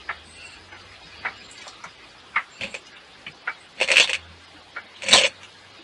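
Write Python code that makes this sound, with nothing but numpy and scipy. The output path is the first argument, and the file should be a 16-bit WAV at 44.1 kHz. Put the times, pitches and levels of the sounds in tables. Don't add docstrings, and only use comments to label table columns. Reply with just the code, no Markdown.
import sys
import numpy as np
from scipy import signal
from scipy.fft import rfft, irfft, next_fast_len
from scipy.io import wavfile
from scipy.ndimage import uniform_filter1d

SR = 44100
rng = np.random.default_rng(int(sys.argv[2]) if len(sys.argv) > 2 else 0)


def generate_wav(signal):
    frames = np.transpose(np.atleast_2d(signal))
    scaled = np.clip(frames, -1, 1) * 32767
    pcm = np.round(scaled).astype(np.int16)
    wavfile.write(sys.argv[1], SR, pcm)


def to_linear_factor(level_db):
    exponent = np.asarray(level_db, float) / 20
    return 10 ** exponent


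N = 257103
T = np.arange(N) / SR


def unit(x):
    return x / np.sqrt(np.mean(x ** 2))


def noise(grit_db=0.):
    return unit(rng.standard_normal(N) * to_linear_factor(grit_db * rng.exponential(size=N)))


def ring(x, modes):
    out = 0
    for k, (hz, width_hz, db) in enumerate(modes):
        r = np.exp(-np.pi * width_hz / SR)
        poles = [1, -2 * r * np.cos(2 * np.pi * hz / SR), r * r]
        out = out + (-1) ** k * to_linear_factor(db) * (1 - r) * signal.lfilter([1, 0, -1], poles, x)
    return out


def body(x, modes, spread_hz):
    wide = [(hz, width_hz + spread_hz, db) for hz, width_hz, db in modes]
    response = ring(signal.unit_impulse(8192), wide)
    return ring(x, wide) / np.sqrt(np.sum(response ** 2))


def band(x, lo_hz, hi_hz):
    return signal.sosfilt(signal.butter(3, [lo_hz, hi_hz], "bandpass", fs=SR, output="sos"), x)


def column(tables, k, rest):
    out = np.full(N, float(rest))
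    for rows in map(np.array, tables):
        on = (T >= rows[0, 0]) & (T <= rows[-1, 0])
        out[on] = np.interp(T[on], rows[:, 0], rows[:, k])
    return out


def gain(tables, k):
    return uniform_filter1d(to_linear_factor(column(tables, k, -120)), size=200)


def walk(rate_hz):
    hold = int(SR / rate_hz)
    return uniform_filter1d(np.repeat(rng.standard_normal(N // hold + 1), hold), hold)[:N]


def add(out, s, piece):
    i = int(s * SR)
    out[i:i + len(piece)] += piece[:N - i]


# start in seconds, peak in dB, ring in Hz, push in seconds,
# level under 1 kHz in dB.
KNOCKS = [
    (0.091, -20.5, 1780, 0.033, -12.5),
    (0.722, -34.5, 1480, 0.065, -11.5),
    (1.251, -18.5, 1780, 0.044, -14.5),
    (1.839, -29.5, 1200, 0.054, -26),
    (2.36, -13.5, 2030, 0.046, -24),
    (3.475, -16, 1354, 0.037, -26.5),
    (4.764, -24, 1440, 0.038, -16.5),
]
# centre in Hz, width in Hz, level in dB.
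HANDLE_MODES = [(905, 61, 7.5), (1226, 210, 19.5), (1421, 15, 14), (1780, 10.6, -8), (1990, 90, 9),
                (2300, 41, 19.5), (3120, 140, -22), (4230, 44, -23)]


def knocks():
    out, t, chatter = np.zeros(N), T[:8192], noise(2.0)
    for s, db, hz, push_s, low_db in KNOCKS:
        push = np.exp(-(t / push_s) ** 2 * 2.0) + to_linear_factor(-1.5) * np.exp(-t / 0.026)
        hit = (1 - np.exp(-t / 0.0025)) * push * chatter[int(s * SR):][:8192]
        tube = body(hit, HANDLE_MODES, 27) + to_linear_factor(3.5) * body(hit, [(hz, 500, 0)], 0)
        low = to_linear_factor(low_db + 8.0) * body(hit, [(749, 300, 0)], 0)
        add(out, s - .003, to_linear_factor(db - 10.5) * (tube + low))
    return band(out, 300, 2700) + to_linear_factor(-22.0) * band(out, 2700, 3900)


# start in seconds, peak in dB, ping in Hz, saddle level in dB.
CATCH = [
    (2.6104, -19, 2620, -16),
    (2.6342, -18, 2420, -17),
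    (2.6603, -31, 2700, -12),
]
SETTLE = [
    (2.7418, -21, 2440, -9),
]
FIRST_LOAD = [(3.802, -19, 2520, -7), (3.8125, -8, 2600, -6), (3.8292, -15, 2700, -15),
              (3.877, -20, 2430, -16), (3.8862, -12, 2330, -12), (3.9029, -10, 2330, -11),
              (3.916, -5, 2470, -11), (3.9374, -14, 2700, -15), (3.9587, -6, 2610, -23),
              (3.9685, 0, 2630, -25), (3.9818, -1, 2620, -21), (3.9987, 0, 2800, -19),
              (4.009, -5, 3450, -11), (4.0253, -7, 3450, -22), (4.0427, -18, 3600, -17),
              (4.0748, -19, 2660, -15), (4.0947, -13, 2470, -12), (4.1318, -8, 2710, -33)]
SECOND_LOAD = [(5.0214, -23, 2540, -15), (5.0339, -23, 2510, -11), (5.0628, -24, 2790, -15),
               (5.0848, -11, 2550, -19), (5.1102, -14, 2580, -17), (5.1228, -13, 2720, -13),
               (5.1285, -3, 3830, -11), (5.1336, -2, 3770, -13), (5.1387, -2, 3990, -8),
               (5.1476, -7, 4060, -6), (5.1597, -6, 3420, -9), (5.176, -6, 3160, -15),
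               (5.1844, -5, 3040, -14), (5.2116, -14, 2740, -11), (5.2361, -5, 2690, -13),
               (5.2515, -9, 2420, -11)]
PINS_DB = [
    -41,
    -16.5,
    -16.5,
    -10,
]


def slips_and_rebounds():
    rebound_s, rebound_db, rebound_scatter_db = .0075, -6.5, 1.5
    pitch_scatter, pins_scatter_db = .05, 3.5
    brighter_per_db = 0.24
    bouts = zip([CATCH, SETTLE, FIRST_LOAD, SECOND_LOAD], PINS_DB)
    first = np.array([tuple(row) + (pins_db,) for bout, pins_db in bouts for row in bout])
    chance, k = rng.standard_normal((len(first), 4, 4)), np.arange(4)
    later = np.append(first[1:, 0], T[-1]) - rebound_s / 2
    rows = []
    for (s, db, hz, saddle_db, pins_db), c, stop in zip(first, chance, later):
        loose = c * (k > 0)[:, None]
        when = s + np.cumsum((k > 0) * rebound_s * np.exp(.25 * c[:, 0]))
        level_db = db + rebound_db * k + rebound_scatter_db * loose[:, 1]
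        ping_hz = hz * (1 + pitch_scatter * loose[:, 2])
        rattle_db = pins_db + brighter_per_db * (db + 12) + pins_scatter_db * c[:, 3]
        table = np.c_[when, level_db, ping_hz, saddle_db + 1.5 * k, rattle_db]
        rows += list(table[(when < stop) | (k == 0)])
    return rows


# time in seconds, level in dB.
GRIND = [
    [(2.59, -49), (2.624, -31.5), (2.8, -56)],
    [(3.25, -66), (3.27, -35.5), (3.32, -49.5)],
    [(3.77, -34), (3.808, -26), (4.138, -41.5), (4.2, -34)],
    [(4.99, -43), (5.14, -12.5), (5.32, -34.5)],
]
GRIND_THUMP_DB = [
    -8,
    -10.5,
    -23.5,
    -20.5,
]
# centre in Hz, width in Hz, level in dB.
FRAME_MODES = [(1790, 150, -9), (2830, 140, -4.5), (3460, 70, -5), (4570, 46, -22), (4100, 82, -15),
               (4444, 50, -3.5)]
SADDLE_MODES = [(540, 32, 17), (1034, 110.7, 1.5)]
PIN_MODES = [(5310, 150, 7), (5870, 130, 11.5), (6090, 34, 14), (6270, 12, 9), (6400, 220, -19),
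             (6830, 150, 9), (8495, 400, 10.5), (7610, 370, 10.5), (10300, 50, -28)]


def clatter():
    loaded_s, hard_hz, dull_hz = 3.5, 3300, 8540
    near, t, grit = np.zeros(N), T[:2048], noise(2.8)
    to_frame, to_saddle, to_upper, to_pins = np.zeros((4, N))
    for s, db, hz, saddle_db, pins_db in slips_and_rebounds():
        loaded = s > loaded_s
        contact_s = .0002 if loaded else .0008
        ping = (1 - np.exp(-t / contact_s)) * np.exp(-t / (3.5 * contact_s)) * (1 if loaded else .7)
        add(near, s, to_linear_factor(db + 6.5) * ping * np.sin(2 * np.pi * hz * t))
        shake = to_linear_factor(.8 * db)
        chatter = body(np.exp(-t / 0.0076) * grit[int(s * SR):][:2048], [(hz, 350, 0)], 0)
        add(near, s, shake * to_linear_factor(-13) * chatter)
        add(to_frame, s, shake * to_linear_factor(-19.0) * np.exp(-t / 0.0078))
        seat = to_upper if hz > hard_hz else to_saddle
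        add(seat, s, shake * to_linear_factor(saddle_db - 3.5) * np.exp(-t / 0.0049))
        add(to_pins, s, shake * to_linear_factor(pins_db - 0.5) * (ping + to_linear_factor(-10.5) * np.exp(-t / 0.0078)))
    grind = gain(GRIND, 1)
    floor_bouts = [[(s, db + extra_db) for s, db in bout] for bout, extra_db in zip(GRIND, GRIND_THUMP_DB)]
    frame = body((to_frame + to_linear_factor(-11.5) * grind) * noise(2.5), list(FRAME_MODES) + [(2212, 180, -3.5)], 60)
    saddle = body((to_saddle + to_linear_factor(-21) * grind) * noise(2.3), SADDLE_MODES, 14)
    upper_modes = [(1016, 41, -1), (1145, 78, -3.5), (765, 400, -2.0)]
    upper = to_linear_factor(2.5) * body(to_upper * noise(3.5), upper_modes, 29)
    pins = body((to_pins + to_linear_factor(-30) * grind) * noise(1.7), PIN_MODES, 170)
    floor_modes = [(204.6, 40, 7.0), (155, 68, 0.5), (88.0, 69, -0.5)]
    thump = gain(floor_bouts, 1) * unit(ring(noise(), floor_modes))
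    bright = signal.lfilter(*signal.butter(2, dull_hz, fs=SR), near + pins)
    return bright + frame + saddle + upper + thump


# start in seconds, peak in dB, ring in Hz, treble ring in Hz, treble level in dB.
TICKS = [(1.5108, -46, 1440, 7850, 11), (1.576, -33.5, 4550, 6040, -7.5), (1.613, -32.5, 2300, 5800, -7),
         (1.666, -31, 764, 5960, -22), (1.6775, -30, 4260, 7330, -8.5), (1.8379, -30, 1225, 6000, -6.5),
         (2.866, -41, 2850, 6100, -4.5), (2.9633, -36, 2770, 6090, -32), (3.2644, -23.5, 2307, 5600, -32),
         (4.9606, -36, 3010, 6200, -17), (5.431, -29.5, 2720, 6600, -12)]


def ticks():
    out, t, grit, t60_s = np.zeros(N), T[:4096], noise(1.3), .1
    for s, db, hz, high_hz, high_db in TICKS:
        decay = np.exp(-np.log(1000) * t / t60_s)
        hit = (1 - np.exp(-t / 0.00037)) * decay * grit[int(s * SR):][:4096]
        modes = [(hz, 120, 0), (1.32 * hz, 250, -8), (0.87 * hz, 150, -8), (0.51 * hz, 150, -10)]
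        middle = ring(body(hit, modes, 0), [(hz, 1.2 * hz, 0)])
        treble = to_linear_factor(high_db) * body(hit, [(high_hz, 700, 0)], 0)
        add(out, s, to_linear_factor(db - 4) * (middle + treble))
    return out


# start in seconds, end in seconds, level in dB.
SQUEALS = [
    [(.33, .59, -46), (2.53, 2.72, -50)],
    [(.42, .6, -61), (1.34, 1.72, -59), (2.5, 2.8, -57)],
    [(.24, .56, -55), (1.56, 1.72, -58), (2.6, 2.8, -62), (3.58, 3.67, -60), (4.4, 4.46, -62)],
    [(.68, .86, -61)],
]
# centre in Hz, width in Hz, level in dB.
SQUEAL_MODES = [
    [(2720, 50, 2.5), (3010, 60, -9.5), (4440, 120, -11), (1456, 95, -12)],
    [(7330, 27, 0)],
    [(8120, 160, 0), (8500, 80, -4)],
    [(6150, 60, 0)],
]


def squeal():
    rise_s, fall_s, edge_db = .07, .04, -12
    out = 0
    for rows, modes in zip(SQUEALS, SQUEAL_MODES):
        shapes = []
        for s, e, db in rows:
            risen_s = s + rise_s
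            hold_end_s = max(e - fall_s, risen_s)
            shapes.append([(s, db + edge_db), (risen_s, db), (hold_end_s, db), (e, db + edge_db)])
        stick_slip = to_linear_factor(4.5 * walk(40)) * noise(1.5)
        out = out + gain(shapes, 1) * body(stick_slip, modes, 0)
    return out


# start in seconds, peak in dB, pitch in Hz.
BUMPS = [(0.269, -44.5, 215), (0.725, -45.5, 322), (1.047, -43, 158), (1.857, -42, 166), (2.36, -43, 187),
         (2.609, -36.5, 116), (3.283, -41.5, 145), (4.3, -46, 196), (4.545, -41.5, 289.5),
         (5.79, -40.5, 327)]


def bumps():
    out, t = np.zeros(N), T[:2048]
    lift = (5.122, -33, 55)
    for s, db, hz in list(BUMPS) + [lift]:
        swell = t / .012 * np.exp(1 - t / 0.0094)
        add(out, s, to_linear_factor(db - 1.5) * swell * np.sin(2 * np.pi * hz * t * (1 + 1.2 * t)))
    return out


# time in seconds, level
# in dB.
RUSTLE = [(0.0, -42.5), (0.81, -44), (1.15, -40.5), (1.29, -35.5), (1.52, -43), (1.64, -35.5), (1.74, -44),
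          (1.93, -46), (3.82, -47), (3.99, -31.5), (4.16, -47), (5.83, -46)]


def rustle():
    level = gain([RUSTLE], 1)
    low = level * to_linear_factor(-12 + 3.2 * walk(25)) * unit(band(noise(), 130, 613))
    patches = 0
    for hz in np.linspace(800, 5000, num=11):
        patches = patches + to_linear_factor(6.0 * walk(35)) * body(noise(), [(hz, 140, 0)], 0)
    return to_linear_factor(-6) * (low + level * unit(band(patches, 600, 5200)))


# time in seconds, firing rate in Hz, level in dB.
ENGINE = [
    [(0.0, 69.8, -61), (0.37, 83.7, -59), (1.25, 99.75, -58.5), (2.6, 116.8, -74.5)],
    [(3.9, 79.2, -79), (4.312, 83.6, -46.5), (4.534, 86.4, -61), (5.83, 100.7, -65.5)],
]
# time in seconds, level in dB.
RUMBLE = [(0.0, -63), (1.1, -57), (1.8, -66), (5.83, -74)]


def street():
    firing_hz = column(ENGINE, 1, 100) * (1 + 0.018 * walk(47))
    phase = 2 * np.pi * np.cumsum(firing_hz) / SR
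    level = np.sqrt(2) * gain(ENGINE, 2) * to_linear_factor(3.5 * walk(8.2))
    note = level * (np.sin(phase) + to_linear_factor(-13) * np.sin(2 * phase))
    return note + gain([RUMBLE], 1) * unit(band(noise(), 47, 78))


# frequency in Hz, density in dB per Hz.
HISS = [(18, -50.5), (92, -2.5), (500, -0.5), (3400, -3), (5590, -12.5), (10700, -24), (11500, 7),
        (22000, -120)]


def hiss():
    size = next_fast_len(N)
    hz = np.fft.rfftfreq(size, 1 / SR) + 1
    knot_hz, knot_db = np.array(HISS).T
    colour = to_linear_factor(np.interp(np.log(hz), np.log(knot_hz), knot_db)) * rfft(noise(), size)
    out = 0
    for octave in np.arange(4, 14.1, .5):
        share = np.clip(1 - 2 * abs(np.log2(hz) - octave), 0, 1)
        out = out + to_linear_factor(2.66 * walk(22)) * irfft(colour * share, size)[:N]
    return to_linear_factor(-47) * unit(out)


def garage(x):
    t60_s, level_db, t = 0.17, -31, T[:SR // 2]
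    tail = rng.standard_normal(len(t)) * np.exp(-np.log(1000) * t / t60_s) * (t > .004)
    return x + to_linear_factor(level_db) * signal.fftconvolve(x, tail / np.sqrt(np.sum(tail ** 2)))[:N]


def scene():
    jack = garage(knocks() + clatter() + ticks() + squeal())
    return (jack + bumps() + rustle() + street() + hiss())[None]


# start in seconds, end in seconds, share of frames.
STARVED = [(.38, .45, .7), (.66, .87, .6), (1.17, 1.49, .5), (2.83, 2.9, .7), (2.915, 2.955, 1),
           (3.32, 3.71, .7), (4.0, 4.03, 1), (4.26, 4.39, .7), (4.69, 4.93, .6), (5.225, 5.27, 1),
           (5.36, 5.83, .25)]


def coarse_detail(x):
    hop, first = 941, 255
    calm, busy, gap = 1.8, .55, 3.1
    gap_hz, fine_hz, starved_else = 5300, 900, .06
    n, k = np.arange(2 * hop) + .5, np.arange(hop) + .5
    hz = k * SR / 2 / hop
    window = np.sqrt(2 / hop) * np.sin(np.pi * n / (2 * hop))
    basis = window[:, None] * np.cos(np.pi / hop * np.outer(n + hop / 2, k))
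    count = N // hop + 3
    padded = np.pad(x, (2 * hop - first, count * hop))
    blocks = padded[:(count + 1) * hop].reshape(-1, hop)
    frames = np.hstack([blocks[:-1], blocks[1:]])
    lines = frames @ basis

    share = np.where(abs(frames).max(1) > to_linear_factor(-24), busy, calm)[:, None]
    share = share * to_linear_factor(.8 * rng.standard_normal((count, 1)))
    share = share * np.clip(hz / fine_hz, .3, 1)
    when, odds = ((np.arange(count) - 1) * hop + first) / SR, np.full(count, starved_else)
    for s, e, part in STARVED:
        odds[(when >= s) & (when <= e)] = part
    short = rng.random(count) < np.where((share[:, -1] < 1) & (odds < 1), 0, odds)
    starved = np.flatnonzero(short & (~np.roll(short, 1) | (odds == 1)))
    share[starved] *= np.where(share[starved, -1:] < 1, calm / busy, 1)
    treble = hz > gap_hz
    share[np.ix_(starved, treble)] = gap * np.sqrt(hz / gap_hz)[treble]

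    step = share * np.sqrt(uniform_filter1d(lines ** 2, size=24, axis=1)) + 1e-9
    back = (np.sign(lines) * np.floor(abs(lines) / step + .4) * step) @ basis.T
    out = np.vstack([back[:, :hop], 0 * k]) + np.vstack([0 * k, back[:, hop:]])
    return out.ravel()[2 * hop - first:][:N]


def roll_off(x):
    return signal.sosfilt(signal.butter(12, 15740, fs=SR, output="sos"), x)


def record(dry):
    top_hz, knee, headroom = 10800, .8, .19
    low_pass = signal.ellip(10, .2, 80, top_hz, fs=SR, output="sos")
    cut = signal.sosfilt(low_pass, coarse_detail(dry[0]))
    over = np.maximum(abs(cut) - knee, 0)
    rounded = cut - np.sign(cut) * (over - headroom * np.tanh(over / headroom))
    return roll_off(rounded[None])


dry = scene()
out = record(dry)
generate_wav(out)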